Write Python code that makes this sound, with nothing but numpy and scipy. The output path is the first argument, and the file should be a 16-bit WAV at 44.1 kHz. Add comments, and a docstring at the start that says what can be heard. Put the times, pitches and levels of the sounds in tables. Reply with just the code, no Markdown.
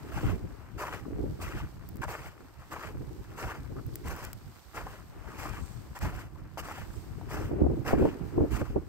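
"""Footsteps on a windy pebble beach

Fourteen steps on fine pebbles, heard from a stereo microphone in the walker's hand. Each sole presses
a crunch and bright grit out of the bed, grinds coarser pockets, rolls on and scrapes off; single stones
knock, grit trickles back and sharp ticks sound close by. Wind rumbles and flutters on both microphone
ports and gusts hard near the end, over a faint shore wash and a rustling jacket."""
import sys
import numpy as np
from scipy import signal
from scipy.fft import rfft, irfft, next_fast_len
from scipy.io import wavfile
from scipy.ndimage import uniform_filter1d, map_coordinates

SR = 44100
rng = np.random.default_rng(int(sys.argv[2]) if len(sys.argv) > 2 else 0)


def bounce(signal):
    """Save signal as a 16-bit WAV file at the path given by the first command-line argument."""
    frames = np.transpose(np.atleast_2d(signal))
    limited = np.clip(frames, -1, 1)
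    pcm = np.round(limited * 32767).astype(np.int16)
    wavfile.write(sys.argv[1], SR, pcm)


N = 391608

# The walk. Each row: landing in seconds, seconds to full weight, crunch in dB, seconds to push-off,
# push-off in dB, then grit and deep grinding in dB relative to the crunch.
STEPS = [(0.113, 0.068, -43, 0.16, -42.5, -8, -20), (0.772, 0.057, -42, 0.17, -47, -6, -2.5),
         (1.387, 0.069, -44, 0.19, -45, -8.5, -19), (2.063, 0.057, -41.5, 0.19, -50.5, -4.5, -8.5),
         (2.699, 0.035, -47, 0.15, -48, -7, -3.5), (3.352, 0.077, -42, 0.18, -52.5, -5.5, -4),
         (4.033, 0.072, -46.5, 0.2, -48.5, -3.5, -3), (4.732, 0.043, -44, 0.2, -53.5, -4, -0.5),
         (5.358, 0.076, -41.5, 0.19, -49, -5.5, -15), (5.997, 0.052, -41, 0.19, -49, -5, -5.5),
         (6.613, 0.071, -44.5, 0.17, -47.5, -6.5, -38), (7.282, 0.051, -44, 0.15, -51, -3, 0),
         (7.842, 0.052, -34.5, 0.22, -46.5, -9.5, -7), (8.497, 0.055, -41, 0.18, -56, -4, -22)]
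# Eddies that hit the ports. Each row: start in seconds, strength in dB.
BUFFETS = [(0.23, -22), (0.326, -26), (1.079, -33), (1.223, -31), (1.254, -30.5), (3.004, -34), (7.51, -18),
           (7.59, -25), (7.611, -27), (7.638, -18.5), (7.663, -18), (7.699, -20), (7.929, -8.5),
           (8.02, -13.5), (8.051, -13.5), (8.377, -15.5), (8.405, -17), (8.444, -23), (8.611, -19),
           (8.76, -14.5)]
# Tone of pebbles, grit and an eddy's slap. Each row: frequency in Hz, level in dB.
CRUNCH_TONE = [(150, -27), (320, -2), (600, -3), (1150, 1.5), (1550, -0.5), (2000, -5), (2700, -9),
               (3600, -24.5), (8000, -53)]
GRIT_TONE = [(1500, 0.5), (2700, 8), (3800, -5), (4700, 2), (6800, 1), (8200, 2.5), (9200, -6.5),
             (10000, -11.5), (10700, -5), (12700, -0.5), (15700, -5), (16100, -38)]
EDDY_TONE = [(40, 3.5), (170, -9), (340, 4.5), (520, 2), (850, -9.5), (1300, -28.5), (2500, -52),
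             (8000, -110)]


def amp(db):
    """Decibels to gain."""
    return 10 ** (np.asarray(db) / 20)


def unit(x):
    """Scale to rms 1."""
    return x / np.sqrt(np.mean(x ** 2) + 1e-20)


def split(left_over_right):
    """Share a level or phase offset between the channels: half up on the left, half down on the right."""
    return np.array([[.5], [-.5]]) * left_over_right


def along(points, hz):
    """Read (Hz, value) points on a log frequency axis."""
    freqs, values = np.transpose(points)
    return np.interp(np.log(hz + 1), np.log(freqs + 1), values)


def gains(rows):
    """A fader ride through (seconds, dB) points, fading quickly outside them."""
    times, *levels = np.transpose(rows)
    t = np.arange(N) / SR
    outside = np.abs(t - np.clip(t, times[0], times[-1]))
    fade = np.exp(-np.minimum(outside / 0.045, 20))
    return np.array([amp(np.interp(t, times, db)) for db in levels]) * fade


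def wobble(rate):
    """A smooth random curve with rate knots a second."""
    knots = rng.standard_normal(int(N * rate / SR) + 4)
    fine = np.arange(10 * len(knots)) / 10
    return np.interp(np.arange(N) * rate / SR, fine, map_coordinates(knots, [fine]))


def swell(s, rise, fall):
    """A gain that grows to 1 at time s and dies away; rise and fall are time constants in seconds."""
    out = np.zeros(N)
    i = np.arange(max(int((s - 10 * rise) * SR), 0), min(int((s + 10 * fall) * SR), N))
    out[i] = np.exp(-np.maximum((s - i / SR) / rise, (i / SR - s) / fall))
    return out


def bite(s, length):
    """A gain that jumps up at time s, holds for about length seconds and lets go."""
    out, t = np.zeros(N + SR), np.arange(SR // 8) / SR
    out[round(s * SR):][:len(t)] = (1 - np.exp(-t / 0.0042)) * np.exp(-(t / length) ** 4)
    return out[:N]


def bursts(rows, rise_s, decay_s):
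    """An envelope of sharp hits at (seconds, peak dB), each falling 60 dB in decay_s."""
    out, t = np.zeros(N + SR), np.arange(SR // 3) / SR
    shape = (1 - np.exp(-t / rise_s)) * amp(-60 * t / decay_s)
    for s, db in rows:
        out[round(s * SR):][:len(t)] += amp(db) * shape / shape.max()
    return out[:N]


def filtered(x, response):
    """Filter x by a complex response, given as a function of Hz."""
    size = next_fast_len(N + 8192)
    return irfft(rfft(x, size) * response(np.fft.rfftfreq(size, 1 / SR)), size)[..., :N]


def coloured(x, tone):
    """Give x a tone of (Hz, dB) points through a minimum-phase filter of energy 1."""
    size = 4096
    cepstrum = irfft(np.log(amp(along(tone, np.fft.rfftfreq(size, 1 / SR)))))
    cepstrum[1:size // 2] *= 2
    cepstrum[size // 2 + 1:] = 0
    ring = irfft(np.exp(rfft(cepstrum)))
    return signal.oaconvolve(x, ring[None] / np.linalg.norm(ring), axes=1)[:, :N]


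def noise():
    """Two unrelated white noises."""
    return rng.standard_normal((2, N))


def contacts(rate, spread_db):
    """Two trains of random impacts, rate a second, rms 1: many small, a few large."""
    size = amp(spread_db * np.minimum(rng.exponential(size=(2, N)), 4))
    return unit(rng.choice([-1, 1], (2, N)) * size * (rng.random((2, N)) < rate / SR))


def patchy(x, depth_db):
    """Vary the tone in random patches, a few hundred Hz wide and some 20 ms long; rms 1."""
    spectra = signal.stft(x, nperseg=512)[2]
    patches = uniform_filter1d(rng.standard_normal(spectra.shape[1:]), size=3, axis=0)
    patches = unit(uniform_filter1d(patches, size=4, axis=1))
    return unit(signal.istft(spectra * amp(depth_db * patches))[1][:, :N])


def paired(x, likeness):
    """Blend two unrelated signals into left and right, following (Hz, correlation) points."""
    turn = lambda hz: np.arccos(np.clip(along(likeness, hz), -1, 1)) / 2
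    mid, side = filtered(x, lambda hz: np.array([np.cos(turn(hz)), np.sin(turn(hz))]))
    return np.array([mid + side, mid - side])


def from_ground(x):
    """Sound from below reaches the ports out of step, and the housing shades each differently."""
    # Each row: frequency in Hz, correlation between the ports.
    likeness = [(250, 0.9), (700, 1), (1200, 0.86), (2200, 1), (3100, 0.66), (3900, 0.2), (6000, 0.14),
                (12000, 0.13)]
    # Each row: frequency in Hz, left over right in dB.
    tilt = [(700, 1), (1800, 3.5), (2800, 1), (3900, -5), (5500, -0.5), (7500, 0.5), (10000, -1.5),
            (14000, -4.5)]
    # Each row: frequency in Hz, phase of left minus right in radians.
    phase = [(1050, 0.1), (1500, -1), (2100, -1.37), (3600, -3), (4200, -4), (5200, -8.5), (7500, -10.5),
             (9000, -11)]
    ports = lambda hz: amp(split(along(tilt, hz))) * np.exp(1j * split(along(phase, hz)))
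    return filtered(paired(x, likeness), ports)


def shore():
    """Water washes softly on the shore, a little nearer on the left."""
    # Each row: time in seconds, level in dB.
    wash_levels = [(0, -55.5), (.6, -59.5), (1.85, -62.5), (2.4, -63.5), (3.2, -61.5), (4.5, -63),
                   (5.7, -57), (6.4, -64), (7, -59), (7.7, -57.5), (8.3, -54), (8.88, -61.5)]
    # Each row: frequency in Hz, level in dB.
    wash_tone = [(150, -4), (400, -5), (800, 2.5), (1300, -0.5), (2000, -7.5), (3000, -13.5), (3700, -35),
                 (9000, -75)]
    wide_noise = paired(noise(), likeness=[(400, 0.42), (900, 0.68), (3000, 0.037)])
    wash = coloured(wide_noise, wash_tone) * amp(split(3))
    lapping = amp(1.3 * wobble(14))
    return gains(wash_levels) * lapping * wash


def jacket():
    """Cloth rubs in a faint crackling hiss that swells with each swing of the arm."""
    # Each row: peak time in seconds, level in dB, half length in seconds.
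    swishes = [(0.077, -64, 0.48), (1.322, -66.5, 0.28), (1.872, -68.5, 0.3), (2.704, -66, 0.044),
               (3.115, -65.5, 0.51), (3.954, -63, 0.23), (4.648, -63, 0.45), (5.68, -62.5, 0.32),
               (6.94, -63, 0.17), (7.25, -65, 0.28), (7.87, -69, 0.2), (8.297, -65, 0.57)]
    # Each row: frequency in Hz, level in dB.
    cloth_tone = [(2000, -3), (3000, -3), (3700, -7.5), (5000, -2), (6700, -3.5), (7600, -3.5), (8250, 0),
                  (9100, -8.5), (10200, -14), (12500, -4.5), (15700, -10.5), (16100, -55)]
    # The jacket is on the right, so the left port is shaded.
    # Each row: frequency in Hz, left over right in dB.
    shade = [(2700, 1.5), (3600, -18), (4500, -14), (5800, -2.5), (8000, -0.5), (9500, -4), (12500, -10.5),
             (15500, -11)]
    creases = contacts(rate=300, spread_db=4.5)
    folds = amp(wobble(14))
    t = np.arange(N) / SR
    swing_power = sum(amp(db) ** 2 * np.exp(-((t - s) / width) ** 2) for s, db, width in swishes)
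    resting_power = amp(-72) ** 2
    rub = np.sqrt(resting_power + amp(-3.5) * swing_power) * folds
    hiss = coloured(noise() + amp(-6) * creases, cloth_tone)
    return filtered(rub * hiss, lambda hz: amp(split(along(shade, hz))))


def wind():
    """Each port has its own puffs of rumble; eddies flutter over both and hit harder in gusts."""
    # Each row: time in seconds, level in dB.
    breeze_levels = [(0.0, -48), (0.34, -32), (0.56, -50.5), (1.6, -40), (1.68, -46.5), (2.16, -48.5),
                     (2.71, -56.5), (2.84, -51), (3.6, -44.5), (3.9, -43.5), (4.22, -45.5), (4.61, -58),
                     (5.31, -43), (5.98, -47), (6.06, -43), (6.5, -50), (6.9, -42), (8.0, -43),
                     (8.88, -37.5)]
    # Each row: peak time in seconds, flutter in dB, rumble in dB, rise and fall time in seconds.
    gusts = [(.245, -39, -51, 0.16), (1.099, -40, -38, 0.056), (1.244, -35, -33.5, .075),
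             (1.97, -44, -37, 0.052), (3.03, -43, -38.5, 0.14), (3.767, -39.5, -39, 0.031),
             (2.405, -46.5, -44, 0.035), (4.475, -59, -39, 0.027), (6.06, -45.5, -33, 0.041),
             (7.621, -25, -23.5, 0.1), (7.936, -33, -30, 0.048), (8.035, -24, -26.5, 0.071),
             (8.22, -33, -34, 0.026), (8.434, -28, -28, 0.071), (8.599, -29.5, -41, 0.028),
             (8.766, -24, -41, 0.011)]
    # Which port faces the wind. Each row: time in seconds, left over right rumble in dB.
    rumble_side = [(0.0, 1.5), (1.6, 1.5), (2.7, 0), (3.8, -3), (4.3, 0.5), (4.6, -12), (5.2, 12),
                   (6.0, -0.5), (7.7, -3), (8.25, -23), (8.55, -16), (8.88, 2.1)]
    # Tone of the two wind layers. Each row: frequency in Hz, level in dB.
    rumble_tone = [(15, -18.5), (28, -17), (45, 5.5), (70, 4), (120, 1.5), (170, -4.5), (240, -11),
                   (500, -34.5), (4000, -120)]
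    flutter_tone = [(90, -20), (190, -7), (310, 3.5), (420, -3), (560, -12.5), (800, -21.5), (1200, -36),
                    (2500, -73.5), (8000, -120)]
    # Each step sways the microphone through the air and lifts the breeze.
    sway_db = 5 * sum(swell(s + 0.036, rise=0.18, fall=0.18) for s, *_ in STEPS)
    breeze = gains(breeze_levels) * amp(sway_db) * amp([[-11], [1]])  # less flutter, more rumble
    gust_power = sum((amp([[flutter_db], [rumble_db]]) * swell(s, life, life)) ** 2
                     for s, flutter_db, rumble_db, life in gusts)
    flutter, rumble = np.sqrt(breeze ** 2 + gust_power)
    puffs = unit(amp(8.55 * np.tanh(np.array([wobble(30), wobble(30)]))))
    blows = bursts(BUFFETS, rise_s=0.0021, decay_s=0.07)
    pan = gains(rumble_side) ** split(1)
    pan = pan / np.sqrt(np.mean(pan ** 2, axis=0))
    low = np.hypot(rumble * pan * puffs, amp(-14) * blows) * coloured(noise(), rumble_tone)
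    swirl = unit(puffs ** 0.28 * amp(4 * np.tanh(wobble(42)) + 5.8 * np.tanh(wobble(150))))
    body = (flutter * swirl + amp(-16.5) * blows) * coloured(noise(), flutter_tone)
    eddies = coloured(paired(noise(), likeness=[(300, 0.13)]), EDDY_TONE)
    slap = amp(-0.5) * blows ** 1.52 * eddies  # harder eddies are brighter
    return low + body + slap


def wind_pops():
    """Each buffeting eddy also strikes the ports with one sharp push of air."""
    kicks = np.zeros((2, N))
    for s, db in BUFFETS:
        kicks[:, round((s + .003) * SR)] = amp(db - 1) * rng.uniform(0.66, 1, 2)
    return coloured(kicks, EDDY_TONE)


def loose_pebbles():
    """Disturbed pebbles tip over in little flurries."""
    flurries = unit(amp(5 * np.tanh(wobble(16))))
    return amp(-65.5) * flurries * coloured(contacts(rate=110, spread_db=2.5), CRUNCH_TONE)


def trickles():
    """Grit runs back into a footprint in a thin scatter of ticks."""
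    # Each row: peak time in seconds, level in dB, rise and fall time in seconds.
    runs = [(4.92, -69, .06), (5.66, -58, 0.12), (6.97, -62, .09)]
    # Each row: frequency in Hz, level in dB.
    trickle_tone = [(1000, -5), (5500, -6.5), (8200, 4), (9300, -9), (16000, -17)]
    flow = sum(amp(db) * swell(s, life, life) for s, db, life in runs)
    return flow * coloured(contacts(rate=900, spread_db=2.5), trickle_tone)


def ticks():
    """Tiny hard contacts close by, a little to the left: a snap and brief chatter over a lower clack."""
    # Each row: start in seconds, snap in dB, clack in dB.
    hits = [(1.8898, -29.5, -38), (1.9584, -39, -47), (1.9695, -39, -40), (2.039, -50, -28.5),
            (2.0443, -50, -35.5), (3.8646, -37, -47), (3.9566, -22, -28.5), (4.084, -33, -30),
            (4.1635, -37, -43), (4.242, -33, -34), (4.2505, -30.5, -27), (4.3313, -26, -28),
            (5.4945, -43, -33), (5.9896, -34, -33.5)]
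    # Tone of the snap and of the clack. Each row: frequency in Hz, level in dB.
    snap_tone = [(3500, -36), (8000, -22), (10000, -4), (13000, 5), (15500, 9), (17000, -17)]
    clack_tone = [(500, -7), (1500, 3), (2700, -2), (3700, -9), (4800, -0.5), (6200, -2.5), (8000, 3.5),
                  (9500, -5), (13000, -33)]
    snaps, clacks = np.zeros((2, 2, N))
    t, pan_db = np.arange(SR // 100) / SR, split(2.5)
    for s, snap_db, clack_db in hits:
        for layer, db in ((snaps, snap_db), (clacks, clack_db)):
            chatter = amp(-14.5 - 60 * t / 0.012) * rng.standard_normal((2, len(t)))
            chatter[:, 0] = 1.08  # the first contact
            layer[:, round(s * SR):][:, :len(t)] += amp(db + pan_db) * chatter
    return amp(2) * (coloured(snaps, snap_tone) + coloured(clacks, clack_tone))


def stone_knocks():
    """A shifting stone clacks against its neighbours with a hollow, quickly damped ring."""
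    # Each row: start in seconds, level in dB, pitch in Hz.
    stones = [(0.172, -25, 830), (0.837, -25, 1010), (0.881, -23.5, 1140), (0.93, -30, 1080),
              (1.053, -33.5, 1090), (2.039, -24.5, 1120), (2.082, -28, 760), (2.621, -36, 1160),
              (2.764, -27, 1050), (3.509, -24.5, 1570), (3.766, -34.5, 1240), (3.784, -33.5, 1330),
              (4.748, -35, 1270), (4.779, -28, 1130), (4.868, -27, 1110), (5.456, -24.5, 1130),
              (6.053, -35, 947), (6.357, -43, 1110), (6.574, -22.5, 850), (6.686, -25.5, 1220),
              (6.904, -40.5, 1530), (7.213, -31, 900), (8.054, -22.5, 900)]
    rattle_rate, rattle_s, ring_s = 1500, 0.059, 0.0076  # contacts a second; times to fall 60 dB
    out, t = np.zeros((2, N + SR)), np.arange(SR // 12) / SR
    for s, db, hz in stones:
        rattle = rng.standard_normal((2, len(t))) * (rng.random((2, len(t))) < rattle_rate / SR)
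        rattle *= amp(-60 * t / rattle_s)
        rattle[:, 0] += 1.5  # the first contact
        ring = np.sin(2 * np.pi * hz * t) * amp(-60 * t / ring_s)
        clack = signal.fftconvolve(rattle, ring[None], axes=1)[:, :len(t)]
        clack /= np.abs(clack).max(axis=1, keepdims=True)
        out[:, round(s * SR):][:, :len(t)] += amp(db - 7) * clack
    body_eq = [(200, -12), (600, 5.5), (2400, 0.5), (3700, 3.0)]  # Hz, dB
    return filtered(out[:, :N], lambda hz: amp(along(body_eq, hz)))


def toe_scrapes():
    """Each push-off builds to a bright scrape of the toes, which stops as they lift."""
    # Each row: frequency in Hz, level in dB.
    scrape_tone = [(600, -22), (1400, 7), (2200, 0.5), (3000, 3), (3700, -9.5), (5000, -13), (9000, -26),
                   (14000, -41)]
    flick = sum(amp(push_db) * swell(s + push_s + 0.028, rise=0.11, fall=0.025)
                for s, _, _, push_s, push_db, _, _ in STEPS)
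    return amp(-5) * flick * coloured(contacts(rate=2000, spread_db=0.8), scrape_tone)


def grinds():
    """A pocket of coarse pebbles gives way in a short run of knocks, crushing grit between them."""
    # Each row: start in seconds, level in dB.
    pockets = [(.178, -48), (.845, -42.5), (0.923, -37.5), (2.08, -40), (2.129, -38), (2.755, -43.5),
               (2.823, -42.5), (3.424, -41), (3.49, -40), (4.764, -38.5), (5.42, -42.5), (6.046, -40),
               (6.69, -46), (7.876, -35.5)]
    # Each row: frequency in Hz, level in dB.
    coarse_tone = [(200, -25.5), (450, -0.5), (800, 0), (1200, -0.5), (1700, -2.5), (2600, -8.5),
                   (3600, -23.5), (8000, -51)]
    slip = sum(amp(db) * bite(s, length=0.031) for s, db in pockets)
    knocks = coloured(contacts(rate=700, spread_db=1.8), coarse_tone)
    crushed = coloured(contacts(rate=3500, spread_db=4), GRIT_TONE)
    return slip * (knocks + amp(-16) * crushed)


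def clinks():
    """Single pebbles ring for a few cycles as the bed gives way, each at its own pitch; rms 1."""
    per_second, centre_hz, spread_octaves, decay_cycles = 190, 1303, 0.539, 4.7
    t = np.arange(SR // 40) / SR
    when, force, up, down = rng.random((int(per_second * N / SR), 4)).T[:, :, None]
    size = amp(-4 * np.log(np.maximum(force, .05)))
    hz = centre_hz * 2 ** (spread_octaves * np.sqrt(6) * (up - down))
    rings = size * np.sin(2 * np.pi * hz * t) * np.exp(-hz * t / decay_cycles)
    samples = (when * N).astype(int) + np.arange(len(t))
    return unit(np.bincount(samples.ravel(), rings.ravel(), N)[:N])


def scuffs():
    """Crunch and grit gains of a swinging foot that grazes the pebbles."""
    # Each row: peak time in seconds, level in dB.
    grazes = [(0.088, -50.5), (2.42, -59), (2.625, -52.5), (3.25, -61), (3.33, -52.5), (5.289, -49),
              (5.36, -47.5), (6.39, -57)]
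    return sum(amp(db) * swell(s, rise=0.04, fall=0.04) for s, db in grazes) * amp([[0], [-9.5]])


def heels():
    """Crunch and grit gains of a heel digging in."""
    # Each row: start in seconds, crunch in dB, grit in dB, length in seconds.
    strikes = [(1.41, -48, -45, 0.033), (2.015, -35, -48, 0.04), (2.715, -39.5, -51, 0.03),
               (5.949, -40.5, -50.5, 0.032), (6.574, -41, -43.5, 0.041)]
    return sum(amp([[crunch_db], [grit_db]]) * bite(s, length)
               for s, crunch_db, grit_db, length in strikes)


def soles():
    """Crunch, grit and grinding gains: each sole takes the weight, rolls on to the toes and pushes off."""
    def load(progress, sharpness):
        """A hump of pressure that peaks when progress reaches 1."""
        return (progress * np.exp(1 - progress)) ** sharpness

    attack_s, roll_s, release_s = 0.0092, 0.29, 0.068
    power, t = np.zeros((3, N + SR)), np.arange(SR) / SR
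    for s, weight_s, crunch_db, push_s, push_db, grit_db, deep_db in STEPS:
        before, after = np.maximum(push_s - t, 0), np.maximum(t - push_s, 0)
        roll = np.exp(-before / roll_s - (after / release_s) ** 2)
        push = amp(push_db) * (1 - np.exp(-t / attack_s)) * roll
        crunch = np.hypot(amp(crunch_db) * load(t / weight_s, sharpness=1.6), push)
        grit_s = 0.8 * weight_s  # the grit on top gives way sooner
        grit = np.hypot(amp(crunch_db) * load(t / grit_s, sharpness=2.2), push)
        layers = np.array([crunch, amp(grit_db) * grit, amp(deep_db) * crunch])
        power[:, round(s * SR):][:, :SR] += layers ** 2
    return np.sqrt(power[:, :N])


def footsteps():
    """The bed yields in small slips: pebbles crunch, grit crackles on top and deeper layers grind."""
    # Each row: frequency in Hz, level in dB.
    deep_tone = [(120, -32), (330, 0.5), (750, -5), (1100, -4), (1800, -8), (8000, -99)]
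    pressure = soles()
    crunch, grit = np.hypot(pressure[:2], heels() + scuffs())
    sinking = pressure[2]
    slips = unit(amp(1.6 * (wobble(60) + 0.5 * wobble(220))))
    pebbles = coloured(contacts(rate=2000, spread_db=2) + amp(-13) * noise(), CRUNCH_TONE)
    pebbles = patchy(pebbles, depth_db=3.5)  # each slip moves stones of other sizes
    pebbles = unit(pebbles + amp(-3) * np.array([clinks(), clinks()]))
    below = coloured(contacts(rate=2500, spread_db=2), deep_tone)
    grains = coloured(contacts(rate=7700, spread_db=3.5) + amp(-21) * noise(), GRIT_TONE)
    grains = patchy(grains, depth_db=2.5)
    return slips * (amp(-1.65) * crunch * pebbles + sinking * below + amp(-1) * grit * grains)


def scene():
    """Feet and stones on the ground, with ticks, wind, shore and jacket."""
    ground = footsteps() + grinds() + toe_scrapes() + stone_knocks() + loose_pebbles() + trickles()
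    return from_ground(ground) + ticks() + wind() + wind_pops() + shore() + jacket()


def record(dry):
    """A brick-wall low-pass takes off the very top of the treble."""
    return filtered(dry, lambda hz: hz < 16600)


dry = scene()
out = record(dry)
bounce(out)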